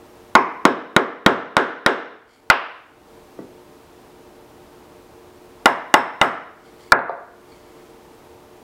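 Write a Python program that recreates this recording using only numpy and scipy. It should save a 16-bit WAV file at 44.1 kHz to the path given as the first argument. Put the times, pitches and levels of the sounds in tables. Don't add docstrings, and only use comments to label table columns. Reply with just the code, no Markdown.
import sys
import numpy as np
from scipy import signal
from scipy.fft import rfft, irfft, next_fast_len
from scipy.io import wavfile
from scipy.ndimage import map_coordinates

SR = 44100
rng = np.random.default_rng(int(sys.argv[2]) if len(sys.argv) > 2 else 0)


def store_pcm(level_fs):
    pcm = np.round(np.clip(level_fs, -1, 1) * 32767).astype(np.int16)
    wavfile.write(sys.argv[1], SR, np.atleast_2d(pcm).T)


def how_loud(loudness_db):
    steps = np.asarray(loudness_db, float) / 20
    return 10 ** steps


N = 380569


def at_hz(points, hz):
    table_hz, value = np.transpose(points)
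    return np.interp(np.log(hz), np.log(table_hz), value)


def rms_one(x):
    return x / np.sqrt(np.mean(x ** 2) + 1e-20)


def drift(rate_hz):
    knots = rng.standard_normal(400)
    return map_coordinates(knots, [np.arange(N) / SR * min(rate_hz, 40)], order=3)


def resonance(x, hz, width_hz):
    r = np.exp(-np.pi * width_hz / SR)
    top = [(1 - r * r) / 2, 0, (r * r - 1) / 2]
    return signal.lfilter(top, [1, -2 * r * np.cos(2 * np.pi * hz / SR), r * r], x)


def convolve(x, tail):
    size = next_fast_len(len(x) + len(tail))
    return irfft(rfft(x, size) * rfft(tail, size), size)[:len(x)]


def add(track, start_s, sound):
    at = round(start_s * SR)
    track[at:at + len(sound)] += sound[:N - at]


# bass_db, room_db, gain_sink_db
KINDS = [
    (-5, 4, -12),
    (1.5, 1.25, -14.5),
    (-2.9, -1.7, -15),
    (0.5, -1.57, -10.5),
    (5.5, -0.5, -14.5),
]
# start_s, peak_db at the microphone, treble_db, steel_db, wood_hz (rises as the blade bites deeper)
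OPENING_BLOW = [
    (0.352, 8.1, -6.5, -24, 1030),
]
FIRST_RUN = [
    (0.652, 4.5, -2, -20.5, 1080),
    (0.964, 5.5, -4.5, -26.5, 1150),
    (1.262, 5.1, 0, -28, 1380),
    (1.567, 3.3, 0, -26.5, 1460),
    (1.862, 1.54, 0.5, -22, 1460),
]
FIRST_KNOCK = [
    (2.5, 5.998, -0.76, -45, 1370),
]
SECOND_RUN = [
    (5.657, 9.1, 1.5, -16, 963),
    (5.94, 5.7, 0.86, -7.5, 906),
    (6.214, 0.44, 1.3, -17, 1310),
]
SECOND_KNOCK = [
    (6.92, 6.985, -1.8, -38.5, 1400),
]
# pitch_hz, width_hz, level_db
PLANK_DEEP = [(351, 33, -6.5), (576, 110, -8.5), (1039, 160, -4), (1431, 31, -1.5), (1847, 59, -8),
              (2152, 280, -14), (2198, 12, -12), (2360, 8.7, -20.5), (2950, 25, -36), (3260, 8.3, -15.5),
              (3163, 42, -41), (3768, 97, -10), (4140, 13, -30), (3680, 15, -51), (4124, 70, -32),
              (4540, 23, -38), (4924, 140, -23.5), (6460, 28, -36), (6700, 30, -44.5), (7840, 17, -42.5)]
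PLANK_SHALLOW = [(328, 66, -4), (585.5, 13, -1.5), (822, 47, 4), (1101, 59, -3), (1416, 12, 3),
                 (1488, 67, -26.5), (1736, 98, -3), (1926, 15, -16), (2142, 67, -16), (2030, 29, -3),
                 (2480, 7.3, -17.5), (2860, 99, -1.5), (3130, 69, -42), (3535, 54, -9.5), (3664, 72, -9.5),
                 (4730, 72, -25.5), (5570, 130, -26), (5280, 120, -36), (6700, 47, -42), (7270, 360, -19.5)]
HANDLE_FIRST = [(562, 51, -11), (759, 13, -9.5), (825, 96, -8), (1034, 12, -3.5), (1436, 57, 1.5),
                (1652, 7.5, -12.5), (2000, 11, 0.5), (2025, 16, -2), (2455, 76, -9.5), (2850, 140, -21),
                (3745, 99, -8.5), (4210, 32, -27.5), (5250, 62.6, -36), (8570, 83, -27.5)]
HANDLE_SECOND = [(636, 100, -17), (1010, 31, -2), (1397, 16, 8.5), (1683, 40, 3.5), (1883, 6.7, -20.5),
                 (2320, 41, -2), (2310, 15, -22), (2700, 52, -30), (3634, 150, -13), (4775, 360, -25),
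                 (5500, 49, -34.5), (6400, 190, -49.5), (7640, 510, -49.5), (9300, 85, -46)]
BENCH = [(208, 27, -11.5), (275, 75, -10.5)]
# pitch_hz, level_db per Hz
THUMP_OPENING = [(60, -56.5), (110, -26), (200, 1), (400, 3.5), (600, -10), (1050, -2.5), (1500, -9),
                 (2200, -8), (3000, -25.5), (4200, -33), (6500, -39.5), (9000, -58.5), (13000, -80.5)]
THUMP_DEEP = [(60, -76), (110, -24), (217, -5), (400, 1), (625, -6), (1000, -5), (1500, -5.5),
              (2200, -14.5), (2600, -21.5), (3700, -25.5), (4400, -36), (6500, -44), (9000, -49),
              (13000, -61.5)]
THUMP_FIRST = [(60, -59), (110, -23.5), (340, -4.5), (750, -4), (1100, 0.5), (1400, -2), (1900, -5),
               (2770, -9), (4000, -25), (5000, -29), (6500, -46.5), (9000, -49), (13000, -63)]
THUMP_SHALLOW = [(60, -66), (110, -13.5), (260, -2), (450, -4.5), (800, 1), (1300, -1.5), (2170, -9.5),
                 (2500, -19), (3300, -26), (4300, -35.5), (6500, -42.5), (9000, -41.5), (13000, -46.5)]
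THUMP_SECOND = [(60, -53.5), (110, -16), (433, -8), (780, -5.5), (1130, -6.5), (1440, -4), (1900, -9.5),
                (2400, -17), (3200, -39.5), (4500, -45.5), (6000, -72.5), (13000, -94)]
RING_TO_ROOM_DB, RING_TOP_HZ = -40.5, 1776


def mallet():
    near, far = np.zeros(N), np.zeros(N)
    gain_db = recorder_gain_db()
    dull = signal.butter(4, RING_TOP_HZ, fs=SR, output="sos")
    sources = [(OPENING_BLOW, PLANK_DEEP + BENCH, THUMP_OPENING),
               (FIRST_RUN, PLANK_DEEP + BENCH, THUMP_DEEP),
               (FIRST_KNOCK, HANDLE_FIRST, THUMP_FIRST),
               (SECOND_RUN, PLANK_SHALLOW + BENCH, THUMP_SHALLOW),
               (SECOND_KNOCK, HANDLE_SECOND, THUMP_SECOND)]
    for (rows, modes, spectrum), (bass_db, room_db, _) in zip(sources, KINDS):
        for start_s, peak_db, treble_db, steel_db, wood_hz in rows:
            before_db = gain_db[round(start_s * SR)]
            after_db = gain_db[round((start_s + 0.08) * SR)]
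            direct = blow(modes, bass_db, treble_db)
            add(near, start_s, how_loud(peak_db + 4.5 - before_db) * direct)
            add(far, start_s, how_loud(room_db + RING_TO_ROOM_DB - after_db) * signal.sosfilt(dull, direct))
            pulse = thump(spectrum, bass_db, treble_db, steel_db, wood_hz)
            add(far, start_s - 0.004, how_loud(room_db - after_db) * pulse)
    return near, far


def blow(modes, bass_db, treble_db, rise_s=0.00085, crack_db=-11, crack_s=0.00096):
    body = rings(modes, bass_db, treble_db, spread_db=3.0, damping=1.7)
    t = np.arange(len(body)) / SR
    swell = 1 - np.exp(-(t / rise_s) ** 2)
    body = body * swell
    crack = resonance(rng.standard_normal(len(t)), 3000, 1700) * np.exp(-t / crack_s) * swell
    return body / np.abs(body).max() + how_loud(crack_db + treble_db) * crack / np.abs(crack).max()


def rings(modes, bass_db, treble_db, spread_db, damping):
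    t = np.arange(SR // 8) / SR
    hz, width_hz, level_db = np.transpose(modes)[:, :, None]
    width_hz = np.maximum(width_hz, 20)
    chance, phase = rng.standard_normal(hz.shape), rng.random(hz.shape)
    colour_db = at_hz([(350, bass_db), (1000, 0.0026), (3500, treble_db)], hz)
    height = how_loud(level_db + colour_db + spread_db * chance) * width_hz
    decay = np.exp(-np.pi * damping * width_hz * t)
    return np.sum(height * decay * np.sin(2 * np.pi * (hz * t + phase)), axis=0)


# pitch_hz, width_hz, level_db
STEEL = [(2850, 230, -24), (3673, 130, -32), (5300, 110, -33), (7800, 350, -46), (10700, 500, -47),
         (12300, 500, -50)]
WOOD_DB, WOOD_WIDTH = 4, 0.11


def thump(spectrum, bass_db, treble_db, steel_db, wood_hz):
    hz = np.maximum(np.arange(513) * SR / 1024, 1)
    colour_db = at_hz([(350, bass_db), (1000, 0.034), (3500, treble_db)], hz)
    wood_lift_db = WOOD_DB * np.exp(-(np.log(hz / wood_hz) / WOOD_WIDTH) ** 2)
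    gain = how_loud(at_hz(spectrum, hz) + colour_db + wood_lift_db)
    steel = how_loud(steel_db) * rings(STEEL, 0, 0, spread_db=-1.5, damping=0.93) * 30 * np.pi / SR
    steel = steel * (1 - np.exp(-(np.arange(len(steel)) / 80) ** 2))
    out = np.concatenate([np.zeros(256), steel])
    window = np.hanning(1024)[np.minimum(np.arange(1024) * 2, 512)]
    out[:1024] += np.roll(irfft(gain), 256) * window
    return out


# start_s, hold_s, level_db
RUB = [
    (2.3, 0.088, -52.5),
    (6.66, 0.023, -56),
    (6.805, 0.078, -56.5),
    (7.498, 0.4, -62.5),
]
# pitch_hz, width_hz, level_db
BLADE = [(2180, 210, 0.5), (3170, 400, -3.5), (4370, 490, -2.5), (6800, 780, -11.5)]
RUB_RISE_DB_S, RUB_FALL_DB_S = 400, 252.5


def rubbing():
    slips = (rng.random(N) < 2500 / SR) * rng.standard_normal(N) + 1e-18
    blade = rms_one(sum(how_loud(level_db) * rms_one(resonance(slips, hz, width_hz))
                        for hz, width_hz, level_db in BLADE))
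    t = np.arange(N) / SR
    strokes = np.zeros(N)
    for start_s, hold_s, level_db in RUB:
        rise_db = RUB_RISE_DB_S * np.maximum(start_s - t, 0)
        fall_db = RUB_FALL_DB_S * np.maximum(t - start_s - hold_s, 0)
        strokes += how_loud(level_db - rise_db - fall_db)
    return blade * strokes * how_loud(2.0 * drift(25))


# start_s, peak_db, pitch_hz, t60_s
THUDS = [
    (3.388, -29, 385, 0.068),
    (3.395, -39, 250, 0.26),
    (3.389, -45, 1150, 0.05),
    (6.989, -17.5, 900, 0.032),
    (7.094, -20.5, 700, 0.045),
]
TICKS = [
    (6.9905, -43, 3570, 0.02),
    (7.0938, -47.5, 3980, 0.018),
]
TIP = [
    (1.838, -45, 3600, .012),
    (7.517, -41, 4380, .035),
    (7.517, -45, 2300, .08),
]


def touches(rows, lift_db, rise_s, spacing):
    out, t = np.zeros(N), np.arange(SR // 8) / SR
    gain_db = recorder_gain_db()
    for start_s, peak_db, hz, t60_s in rows:
        cluster = sum(np.sin(2 * np.pi * hz * spacing ** k * t) * (-0.73) ** abs(k) for k in range(-2, 3))
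        swell = 1 - np.exp(-(t / rise_s) ** 2)
        level_db = peak_db + lift_db - gain_db[round(start_s * SR)] - 60 * t / t60_s
        add(out, start_s, how_loud(level_db) * cluster * swell)
    return out


# pitch_hz, t60_s
ROOM_T60 = [(100, .4), (260, 0.47), (700, 0.51), (1800, 0.51), (4800, 0.52), (8000, .33), (12000, 0.19)]
# pitch_hz, level_db
ROOM_COLOUR = [(100, 0), (2000, 1), (6000, 3), (12000, 4)]


def workshop(x, build_s=0.0052, early_db=3, early_s=0.011):
    t, tail = np.arange(SR) / SR, 0
    edges = 70 * 2 ** np.arange(0, 8.2, 0.5)
    white = rng.standard_normal((2, SR))
    for k, (low, high) in enumerate(zip(edges, edges[1:])):
        hz = np.sqrt(low * high)
        band = signal.sosfilt(signal.butter(2, [low, high], "band", fs=SR, output="sos"), white[k % 2])
        tail = tail + band * how_loud(at_hz(ROOM_COLOUR, hz) - 60 * t / at_hz(ROOM_T60, hz))
    build = 1 - np.exp(-(t / build_s) ** 2)
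    return convolve(x, tail * build * how_loud(early_db * np.exp(-t / early_s)))


# pitch_hz, level_db per Hz
FAN = [(15, -36.5), (25, -11), (44, -8), (86, -6), (194, -8), (306, -2), (360, -3), (400, -18.5),
       (458, -1.5), (524, -10), (600, -8.5), (923, -9), (1670, -18.5), (7750, -30.5), (15600, -33)]
# pitch_hz, level_db
MOTOR = [(360.7, -55.0), (452.2, -62.5), (597.5, -62.0), (775.2, -66.5), (904.4, -67.5), (457.0, -61),
         (428, -60.5)]
FAN_DB = -44


def fan():
    hz = np.maximum(np.arange(N // 2 + 1) * SR / N, 1)
    air = rms_one(irfft(rfft(rng.standard_normal(N)) * how_loud(at_hz(FAN, hz)), N))
    t = np.arange(N) / SR
    tones = np.zeros(N)
    for tone_hz, level_db in MOTOR:
        level = how_loud(level_db + 4.5 + 1.5 * drift(11))
        tones += level * np.sin(2 * np.pi * tone_hz * t + 0.7 * drift(2))
    return how_loud(FAN_DB - 3.5 + 0.34 * drift(5.9)) * air + tones


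SINK_CARRY = 0.51
ATTACK_S, HOLD_S, RELEASE_DB_S = 0.01, 0.1, 33


def recorder_gain_db():
    t, gain_db = np.arange(SR) / SR, np.zeros(N)
    groups = [OPENING_BLOW, FIRST_RUN, FIRST_KNOCK, SECOND_RUN, SECOND_KNOCK]
    for rows, (_, _, sink_db) in zip(groups, KINDS):
        for start_s, *_ in rows:
            at = round((start_s + 0.0049) * SR)
            sunk_db = sink_db + SINK_CARRY * gain_db[at - 1]
            climb_db = RELEASE_DB_S * np.maximum(t - HOLD_S, 0)
            gain_db[at:at + SR] = np.minimum(sunk_db + climb_db, 0)
    r = np.exp(-1 / (ATTACK_S * SR))
    return signal.lfilter([1 - r], [1, -r], gain_db)


def scene():
    near, far = mallet()
    thuds = touches(THUDS, lift_db=3.0, rise_s=0.00051, spacing=1.3)
    ticks = touches(TICKS, lift_db=-2, rise_s=0.0004, spacing=1.11)
    ticks += touches(TIP, lift_db=-8, rise_s=0.001, spacing=1.02)
    room = workshop(how_loud(-1.5) * far + how_loud(-36.5) * thuds + how_loud(-37) * ticks)
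    return (near + thuds + ticks + rubbing() + room + fan())[None]


def low_pass(x):
    return signal.sosfilt(signal.butter(12, 16850, fs=SR, output="sos"), x)


def record(dry):
    top_cut = signal.ellip(8, 0.5, 45, 15800, fs=SR, output="sos")
    x = signal.sosfilt(top_cut, dry)
    mix = np.clip(x * how_loud(recorder_gain_db()), -1, 1)
    return low_pass(mix)


dry = scene()
out = record(dry)
store_pcm(out)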